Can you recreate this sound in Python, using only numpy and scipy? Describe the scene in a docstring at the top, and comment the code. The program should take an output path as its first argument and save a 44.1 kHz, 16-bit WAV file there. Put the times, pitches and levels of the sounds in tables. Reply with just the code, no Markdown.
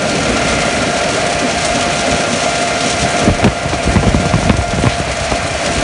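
"""Beside a harvesting machine running at steady speed, on a hand-held phone at close range. The blower
whines and roars in its sheet-steel casing, the engine rumbles below, gritty air hisses in the ducts and
loose chain links clink. Air buffets the microphone; dull handling knocks overload it and make its gain
control duck the roar. A cap is pulled off a port and the whine sags."""
import sys
import numpy as np
from scipy import signal
from scipy.fft import rfft, irfft, next_fast_len
from scipy.io import wavfile
from scipy.ndimage import map_coordinates

SR = 44100
rng = np.random.default_rng(int(sys.argv[2]) if len(sys.argv) > 2 else 0)


def int16_out(signal):
    """Quantize to a 16-bit WAV file."""
    q = np.round(np.clip(np.atleast_2d(signal).T, -1, 1) * 32767)
    wavfile.write(sys.argv[1], SR, q.astype(np.int16))


N = 257103

# handling knocks on the phone: start_s, thud_db, clack_db, pitch_hz
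HANDLING_KNOCKS = [(3.274, 2.5, -21, 233), (3.283, -1.5, -20, 170), (3.296, 1, -22, 148),
                   (3.31, -4, -28, 72), (3.428, -6, -20, 200), (3.446, -1, -18, 200), (3.461, 4, -19, 189),
                   (3.475, -1.5, -10.5, 130), (3.513, -14, -24, 260), (3.655, -5.5, -21, 117),
                   (3.732, -2.5, -14, 265), (3.873, 2.5, -30, 120), (3.918, -10.5, -26, 160),
                   (3.956, 0, -15, 186), (3.965, 0, -14, 137), (3.988, -2.5, -30, 137),
                   (4.029, -3.5, -15, 250), (4.038, -8, -19, 234), (4.067, 4.5, -18, 189),
                   (4.078, 0, -19, 86), (4.105, -11, -20, 140), (4.144, 5.5, -17, 178),
                   (4.155, -1, -33, 106), (4.197, 0.5, -24, 175), (4.253, -1.5, -21, 138),
                   (4.264, -4, -30, 140), (4.337, 1.5, -11, 142), (4.353, 0, -27, 118),
                   (4.385, -6, -23, 197), (4.427, -4.5, -15, 99.6), (4.455, -2, -33, 168),
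                   (4.497, 9, -9, 186), (4.538, 0.5, -19, 143), (4.584, 2.5, -29, 122),
                   (4.612, -6, -18, 121), (4.685, -4, -38, 79.6), (4.732, -4, -21, 177),
                   (4.784, 2, -14.5, 134), (4.805, -10, -34, 150), (4.837, 0.5, -14, 251),
                   (4.852, -2, -13.5, 158), (4.868, 1, -10.5, 125), (4.999, -3, -18, 144.5),
                   (5.074, -8, -23, 138), (5.3204, -2.5, -16, 111.6), (5.776, -7, -50, 75)]


def amp(db):
    """Decibels to gain."""
    return 10 ** (np.asarray(db) / 20)


def unit(x):
    """x at rms 1."""
    return x / np.sqrt(np.mean(x ** 2) + 1e-20)


def along(points, hz):
    """(freq_hz, value) points read on a log frequency axis."""
    freqs, values = np.transpose(points)
    return np.interp(np.log(hz + 1), np.log(freqs + 1), values)


def curves(rows):
    """One value per sample for each column after the time."""
    times, *columns = np.transpose(rows)
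    return [np.interp(np.arange(N) / SR, times, column) for column in columns]


def wobble(rate):
    """A smooth random curve, rate knots a second."""
    steps = np.arange(0, N, 32)
    coarse = map_coordinates(rng.standard_normal(8192), [steps * rate / SR], mode="wrap")
    return np.interp(np.arange(N), steps, coarse)


def swell(peak_s, width_s):
    """A smooth rise to 1 at peak_s and a matching fall."""
    return np.exp(-((np.arange(N) / SR - peak_s) / width_s) ** 2)


def filtered(x, response):
    """x through a complex response of frequency."""
    size = next_fast_len(len(x) + SR // 4)
    return irfft(rfft(x, size) * response(np.fft.rfftfreq(size, 1 / SR)), size)[:len(x)]


def coloured(x, spectrum):
    """x through a (freq_hz, level_db) spectrum, at rms 1."""
    return unit(filtered(x, lambda hz: amp(along(spectrum, hz))))


def resonance(hz, centre_hz, width_hz):
    """Causal response of one resonance."""
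    return 1j * hz * width_hz / (centre_hz ** 2 - hz ** 2 + 1j * hz * width_hz)


def ringing_noise(size, centre_hz, width_hz):
    """Noise passed twice through one resonance, at rms 1."""
    return unit(filtered(rng.standard_normal(size), lambda hz: resonance(hz, centre_hz, width_hz) ** 2))


def impulse(spectrum, spread_s, size=8192):
    """Causal response of peak 1; as in a bent sheet, lows arrive later (by spread_s at 100 Hz)."""
    hz = np.fft.rfftfreq(size, 1 / SR)
    cepstrum = irfft(np.log(amp(along(spectrum, hz))))
    fold = np.r_[1, np.full(size // 2 - 1, 2), np.zeros(size // 2)]  # gives minimum phase
    lag = 4 * np.pi * spread_s * np.sqrt(100 * hz)
    response = irfft(np.exp(rfft(cepstrum * fold) - 1j * lag))[:size // 2]
    return response / np.abs(response).max()


def add(track, start_s, sound):
    """Mix a sound into the track at start_s."""
    part = track[round(start_s * SR):][:len(sound)]
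    part += sound[:len(part)]


def engine(level_db):
    """A rough rumble with the drive's steady hums in it; both fade together as the phone moves."""
    # spectrum of the engine's rumble: freq_hz, level_db
    spectrum = [(30, -42), (60, -9), (110, -5.5), (190, -2.5), (245, 1), (285, 0.5), (335, -5.5), (430, -5),
                (600, -7), (1000, -33), (2000, -62)]
    # hums of the drive: pitch_hz, level_db
    drive_hums = [(61, -44), (152.5, -38), (1457, -58)]
    t = np.arange(N) / SR
    rumble = coloured(rng.standard_normal(N), spectrum) * amp(level_db + 1 + 2.2 * wobble(26))
    hums = np.zeros(N)
    for hz, db in drive_hums:
        strength = np.sqrt(2) * amp(db + 0.57 * wobble(2.1))
        hums += strength * np.sin(2 * np.pi * hz * t + 0.28 * wobble(8.2))
    return rumble + hums * amp(level_db - level_db.mean())


def blower(casing_db, duct_db):
    """Turbulence rings the casing and rushes through the ducts, in shared surges."""
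    # air resonances of the casing: centre_hz, width_hz, level_db
    casing_modes = [(484, 58, -6.5), (558, 37, -0.5), (634.4, 91, 1), (722, 55, -2.5), (794, 26, -7)]
    # broad rush of the ducts: freq_hz, level_db
    rush_spectrum = [(300, -32.5), (700, 4), (900, -2), (1000, -4.5), (1500, -3.5), (1750, -4),
                     (2200, -0.5), (2550, -0.5), (2900, -6), (3300, -10.5), (4200, -8), (7000, -20)]
    # duct resonances standing above that rush: centre_hz, width_hz, boost_db
    duct_modes = [(1052, 25, 4.5), (1184, 77, 6), (1377, 200, 5.5), (1588, 62, 5.5), (1630, 45, 2),
                  (1682, 33, 4.5), (1820, 45, 6), (1990, 36, 7), (2120, 66, 2.5), (2370, 47, 5.5),
                  (2865, 72, 4), (3300, 100, 6)]

    def casing(hz):
        return sum((-1) ** k * amp(db) * resonance(hz, centre, width)
                   for k, (centre, width, db) in enumerate(casing_modes))

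    def ducts(hz):
        peaks_db = sum(db / (1 + (2 * (hz - centre) / width) ** 2) for centre, width, db in duct_modes)
        return amp(along(rush_spectrum, hz) + peaks_db)

    surge_db = wobble(24.84)
    roar = unit(filtered(rng.standard_normal(N), casing)) * amp(casing_db - 0.97 + surge_db)
    rush = unit(filtered(rng.standard_normal(N), ducts)) * amp(duct_db + 1 + 0.5 * surge_db)
    return roar + rush


def whine(blade_hz=697.2, port_open_s=4.88, sag_hz_per_s=18, flutter_db=2.3, jitter_rad=0.025):
    """Blades pass the casing's tongue at an even pace; the turbulent intake shakes each partial."""
    # blade partials at the moving phone: time_s, first_db, second_db, third_db
    partials = [(0, -27, -31.5, -41), (.3, -29, -29.5, -38), (.55, -27.5, -26.5, -31),
                (.75, -25.5, -31.5, -33), (1.15, -25, -31, -47), (1.65, -22, -35.5, -32),
                (2.15, -23, -27.5, -38), (2.8, -22.5, -31, -31.5), (3.25, -24.5, -32.5, -40),
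                (3.6, -25, -33, -38), (4.25, -25.5, -30.5, -37), (4.75, -23, -27.5, -32.5),
                (5.1, -23.5, -38, -34), (5.83, -28, -42, -46)]
    # once the port is open the blower slowly loses speed
    sag_hz = sag_hz_per_s * np.maximum(np.arange(N) / SR - port_open_s, 0)
    phase = 2 * np.pi * np.cumsum(blade_hz - sag_hz + 0.323 * wobble(1.602)) / SR
    tone = np.zeros(N)
    for k, db in enumerate(curves(partials), 1):
        strength = np.sqrt(2) * amp(db + flutter_db * wobble(22))
        tone += strength * np.sin(k * phase + jitter_rad * wobble(41))
    return tone


def guard_gap():
    """The space behind the guard drones and sings hoarsely as the phone passes close by."""
    # air resonances behind the guard: centre_hz, width_hz, level_db
    modes = [(234, 64, -29), (571, 29, -29.5), (627, 64, -31), (1387, 90, -29.5)]
    drone = sum(amp(db) * ringing_noise(N, centre, width) for centre, width, db in modes)
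    return swell(peak_s=0.4, width_s=0.44) * drone


def hiss_level(duct_db, follow=0.4, duck_at_s=3.27, duck_s=0.06, duck_db=-1):
    """The hiss follows the duct air and surges; it ducks at the first loud knock and stays a bit lower."""
    # surges of gritty air: peak_s, width_s, rise_db
    surges = [(0.517, 0.026, 3.5), (1.657, 0.062, 4.5), (1.797, 0.027, 5), (2.353, 0.32, 3),
              (2.894, 0.06, 4), (3.027, 0.029, 6), (4.216, 0.014, 4.5), (4.94, 0.047, 3.5),
              (5.636, .03, 2.5)]
    usual_db = duct_db.mean()
    base_db = usual_db - 3 + follow * (duct_db - usual_db)
    duck = np.clip((np.arange(N) / SR - duck_at_s) / duck_s + 0.5, 0, 1)
    surges_db = sum(db * swell(peak_s, width_s) for peak_s, width_s, db in surges)
    return base_db + duck_db * duck + surges_db - 0.63 * wobble(24)


def spray(bursts_per_s, t60_s, burst_share):
    """Loudness of a steady flow with bursts of grit that strike at once and die away."""
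    strikes = (rng.random(N) < bursts_per_s / SR) * rng.uniform(0.098, 1, N)
    decay = amp(-60 * np.arange(SR // 4) / SR / t60_s) ** 2
    power = np.abs(signal.fftconvolve(strikes, decay)[:N])
    return np.sqrt(1 - burst_share + burst_share * power / power.mean())


def grit(level_db, grains_per_s=1500, grain_share=0.064, split_hz=7200):
    """Dust ticks and hisses on the duct walls; fine and coarse grit share only part of their bursts."""
    # spectrum of dust on the walls: freq_hz, level_db
    fizz = [(1200, -34), (2500, -2), (3200, 1.5), (3700, -1), (4300, 0), (4950, -4), (5500, 1), (6400, 0),
            (7400, -3.5), (8800, -5.5), (9800, -7), (10400, -19)]
    ticks = unit((rng.random(N) < grains_per_s / SR) * rng.standard_normal(N))
    hiss = rng.standard_normal(N)
    flow = coloured(np.sqrt(1 - grain_share) * hiss + np.sqrt(grain_share) * ticks, fizz)
    coarse = filtered(flow, lambda hz: 1 / (1 + (hz / split_hz) ** 8))
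    fine = flow - coarse
    dust = sum(part * spray(bursts_per_s=70, t60_s=0.23, burst_share=0.45) for part in (coarse, fine))
    return dust * spray(bursts_per_s=62, t60_s=0.074, burst_share=0.4) * amp(level_db)


def buffeting(breeze_db=-39, grip_db=-21, lump_db=4):
    """A constant light breeze, puffs of air and the shifting grip shake the microphone in low lumps."""
    # puffs of air on the microphone: peak_s, width_s, level_db
    puffs = [(0.103, 0.12, -32), (0.56, 0.38, -30), (1.376, 0.042, -28), (1.793, 0.2, -27.5),
             (2.143, 0.034, -21.5), (3, 0.069, -21), (5.516, 0.028, -23), (5.775, 0.063, -22)]
    # spectrum of the shaken microphone: freq_hz, level_db
    spectrum = [(15, -34), (28, -21), (42, -3.5), (62, 2), (100, -4), (170, -5.5), (280, -26.5), (600, -43)]
    air = amp(breeze_db) + sum(amp(db) * swell(peak_s, width_s) for peak_s, width_s, db in puffs)
    grip = amp(grip_db) * swell(peak_s=4.56, width_s=0.96)
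    lumps = unit(coloured(rng.standard_normal(N), spectrum) * amp(lump_db * wobble(22)))
    return (air + grip) * lumps


def chain_clinks(t60_s=0.19, attack_s=0.002):
    """Loose chain links touch and ring briefly, each at its own pitch."""
    # touches of the links: start_s, pitch_hz, level_db
    clinks = [(0.114, 4400, -20), (5.432, 4100, -28), (5.432, 2920, -25), (5.546, 4530, -27),
              (5.639, 4800, -24)]
    t = np.arange(SR // 4) / SR
    fade = amp(-60 * t / t60_s) * (1 - np.exp(-t / attack_s))
    track = np.zeros(N)
    for start_s, pitch_hz, db in clinks:
        add(track, start_s, amp(db) * fade * np.sin(2 * np.pi * pitch_hz * t))
    return track


def scuffs():
    """Short scuffs, the hollow body of some knocks and the cap's scrape each swell in one resonance."""
    # scuffs and knock bodies (low), cap scrape (high): peak_s, width_s, centre_hz, width_hz, level_db
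    bursts = [(3.262, 0.039, 340, 403, -21), (3.289, 0.02, 400, 380, -12), (3.464, 0.032, 308, 405, -12),
              (3.935, 0.042, 294, 540, -21), (3.732, 0.019, 900, 1300, -18), (4.036, 0.017, 600, 700, -18),
              (4.079, 0.015, 420, 524, -17), (4.468, 0.022, 260, 303, -21), (5.319, 0.0089, 605, 700, -8),
              (4.902, 0.078, 2200, 2200, -18.5), (4.941, 0.055, 3700, 2800, -23.5)]
    t = np.arange(-SR // 4, SR // 4) / SR
    track = np.zeros(N)
    for peak_s, width_s, centre_hz, width_hz, db in bursts:
        envelope = amp(db) * np.exp(-2 * (t / width_s) ** 2)
        add(track, peak_s + t[0], envelope * ringing_noise(len(t), centre_hz, width_hz))
    return track


def finger_presses(level_db=-20.5, press_s=0.025):
    """Fingers bear down before each knock and roll off after it, merging close knocks into a rumble."""
    # rumble of pressing fingers: freq_hz, level_db
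    spectrum = [(30, -27), (55, 2), (100, 1), (210, -1), (300, -7), (450, -13.5), (900, -53)]
    blows = np.zeros(N)
    for start_s, thud_db, _, _ in HANDLING_KNOCKS:
        blows[round(start_s * SR)] += amp(thud_db) ** 2
    t = np.arange(-SR // 4, SR // 4) / SR
    power = np.abs(signal.fftconvolve(blows, np.exp(-(t / press_s) ** 2), mode="same"))
    return amp(level_db) * np.sqrt(power) * coloured(rng.standard_normal(N), spectrum)


def knocks(scuff_t60_s=0.099, boom_t60_s=0.06, usual_hz=140, usual_contact_s=0.00025,
           usual_clack_db=-20.5):
    """Each knock drops from a short clack to a dull thud, booms for a few cycles and leaves a scuff."""
    # dull thud of a knock at usual_hz: freq_hz, level_db
    thud_spectrum = [(15, -56), (35, -12.5), (65, 7.5), (100, 2), (170, 3.5), (250, -4.5), (360, -6),
                     (520, -8.5), (900, -31.5), (2500, -83)]
    # clack of the contact: freq_hz, level_db
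    clack_spectrum = [(150, -26), (450, -14), (700, 9), (860, 8), (1060, 11.5), (1400, -2), (1710, 2),
                      (2050, 1.5), (2450, -1), (3400, -8), (6000, -21), (10000, -46)]
    t = np.arange(4096) / SR
    around = np.arange(-256, 257) / SR
    scuff_fade = amp(-60 * t / scuff_t60_s) * (1 - np.exp(-t / 0.00022))
    boom_fade = amp(-60 * t / boom_t60_s) * (1 - np.exp(-t / 0.0045))
    track = np.zeros(N)
    for start_s, thud_db, clack_db, pitch_hz in HANDLING_KNOCKS:
        body = [(hz * pitch_hz / usual_hz, db) for hz, db in thud_spectrum]
        spread_s = 0.00388 * np.exp(0.14 * rng.standard_normal())
        scuff = scuff_fade * coloured(rng.standard_normal(len(t)), body)
        scrape = scuff_fade * coloured(rng.standard_normal(len(t)), clack_spectrum)
        boom = boom_fade / boom_fade.max() * np.sin(2 * np.pi * (pitch_hz * t + rng.random()))
        thud = amp(-1) * impulse(body, spread_s) + amp(-15) * scuff + amp(-9) * boom
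        clack = amp(7.5) * impulse(clack_spectrum, spread_s) + amp(-3) * scrape
        # a softer, fleshier contact lasts longer and so rounds off the thud
        contact_s = usual_contact_s * amp(0.85 * (usual_clack_db - clack_db))
        push = np.exp(-(around / contact_s) ** 2)
        add(track, start_s + around[0], amp(thud_db) * signal.fftconvolve(thud, push / push.sum()))
        add(track, start_s, amp(clack_db) * clack)
    return track


def cap_taps(crack_t60_s=0.013):
    """Hard contacts give a bright crack a few milliseconds long and ring the cap briefly."""
    # hard taps: start_s, crack_db, ring_db
    taps = [(3.427, -14, -12), (3.4425, 5.5, -12), (3.479, -14, -18), (4.495, -0.5, 1), (4.506, -5, -13)]
    # spectrum of the crack: freq_hz, level_db
    spectrum = [(300, 3), (900, 5), (1400, 7), (2400, 4.5), (4500, -9), (8000, -16), (10400, -23)]
    # modes of the cap and its port: pitch_hz, level_db, t60_s
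    modes = [(1075, -9, 0.048), (1760, -13, 0.04), (2410, -19.5, .035), (3700, -27, .03)]
    t = np.arange(SR // 20) / SR
    fade = amp(-60 * t / crack_t60_s)
    ring = sum(amp(db - 60 * t / t60_s) * np.sin(2 * np.pi * hz * t) for hz, db, t60_s in modes)
    track = np.zeros(N)
    for start_s, crack_db, ring_db in taps:
        crack = fade * coloured(rng.standard_normal(len(t)), spectrum)
        add(track, start_s, amp(crack_db) * crack + amp(ring_db) * ring)
    return track


def fumble(bumps_per_s=130, level_db=-27):
    """Between the knocks the shifting fingers rattle the phone with many small bumps."""
    # spectrum of a finger's bump: freq_hz, level_db
    spectrum = [(45, -17), (80, -2), (140, 2), (210, 1), (330, -1), (550, -23), (1200, -35), (3000, -62)]
    bumps = (rng.random(N) < bumps_per_s / SR) * rng.uniform(0.37, 1, N)
    rattle = unit(signal.fftconvolve(bumps, impulse(spectrum, spread_s=0.00273))[:N])
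    return amp(level_db) * swell(peak_s=4.57, width_s=0.43) * rattle


def scene():
    """The machine close by and the handling of the phone, all at one microphone."""
    # loudness of each source where the phone is: time_s, engine_db, casing_db, duct_db
    exposure = [(0, -19, -20, -23), (.45, -21, -21, -19.5), (1.05, -22.5, -19, -21), (1.8, -22, -19.5, -21),
                (2.7, -23, -21, -22), (3.2, -22.5, -20, -20.5), (3.4, -26, -21, -23),
                (4.3, -25.5, -17, -21), (4.8, -40, -17.5, -23), (5.15, -27, -20, -20),
                (5.55, -27, -20.5, -21.5), (5.83, -22.5, -20, -20.5)]
    engine_db, casing_db, duct_db = curves(exposure)
    machine = engine(engine_db) + blower(casing_db, duct_db) + whine() + guard_gap()
    machine += grit(hiss_level(duct_db)) + chain_clinks()
    mono = machine + buffeting() + fumble() + finger_presses() + knocks() + cap_taps() + scuffs()
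    return np.array([mono, mono])


def overload(x):
    """Peaks flatten softly near full scale."""
    return x / (1 + np.abs(x) ** 6) ** (1 / 6)


def gain_control(x, threshold_db=-9, attack=0.13, release_db_per_s=5, block=220):
    """Loud blocks push the gain down at once; it creeps back afterwards."""
    starts = np.arange(0, N, block)
    gain_db = [0]
    for i in starts[:-1]:
        heard = overload(x[i:i + block] * amp(gain_db[-1]))
        level_db = 10 * np.log10(np.mean(heard ** 2) + 1e-12)
        step_db = release_db_per_s * block / SR - attack * max(0, level_db - threshold_db)
        gain_db.append(min(0, gain_db[-1] + step_db))
    return amp(np.interp(np.arange(N), starts + block / 2, gain_db))


def record(dry, low_cut_hz=34, high_cut_hz=10280):
    """The phone ducks loud sound, rounds off the peaks and loses the deepest bass and the top treble."""
    def band(hz):
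        return 1 / np.sqrt((1 + (hz / high_cut_hz) ** 160) * (1 + (low_cut_hz / (hz + 1)) ** 8))

    held = overload(dry * gain_control(dry[0]))
    return np.array([filtered(channel, band) for channel in held])


dry = scene()
out = record(dry)
int16_out(out)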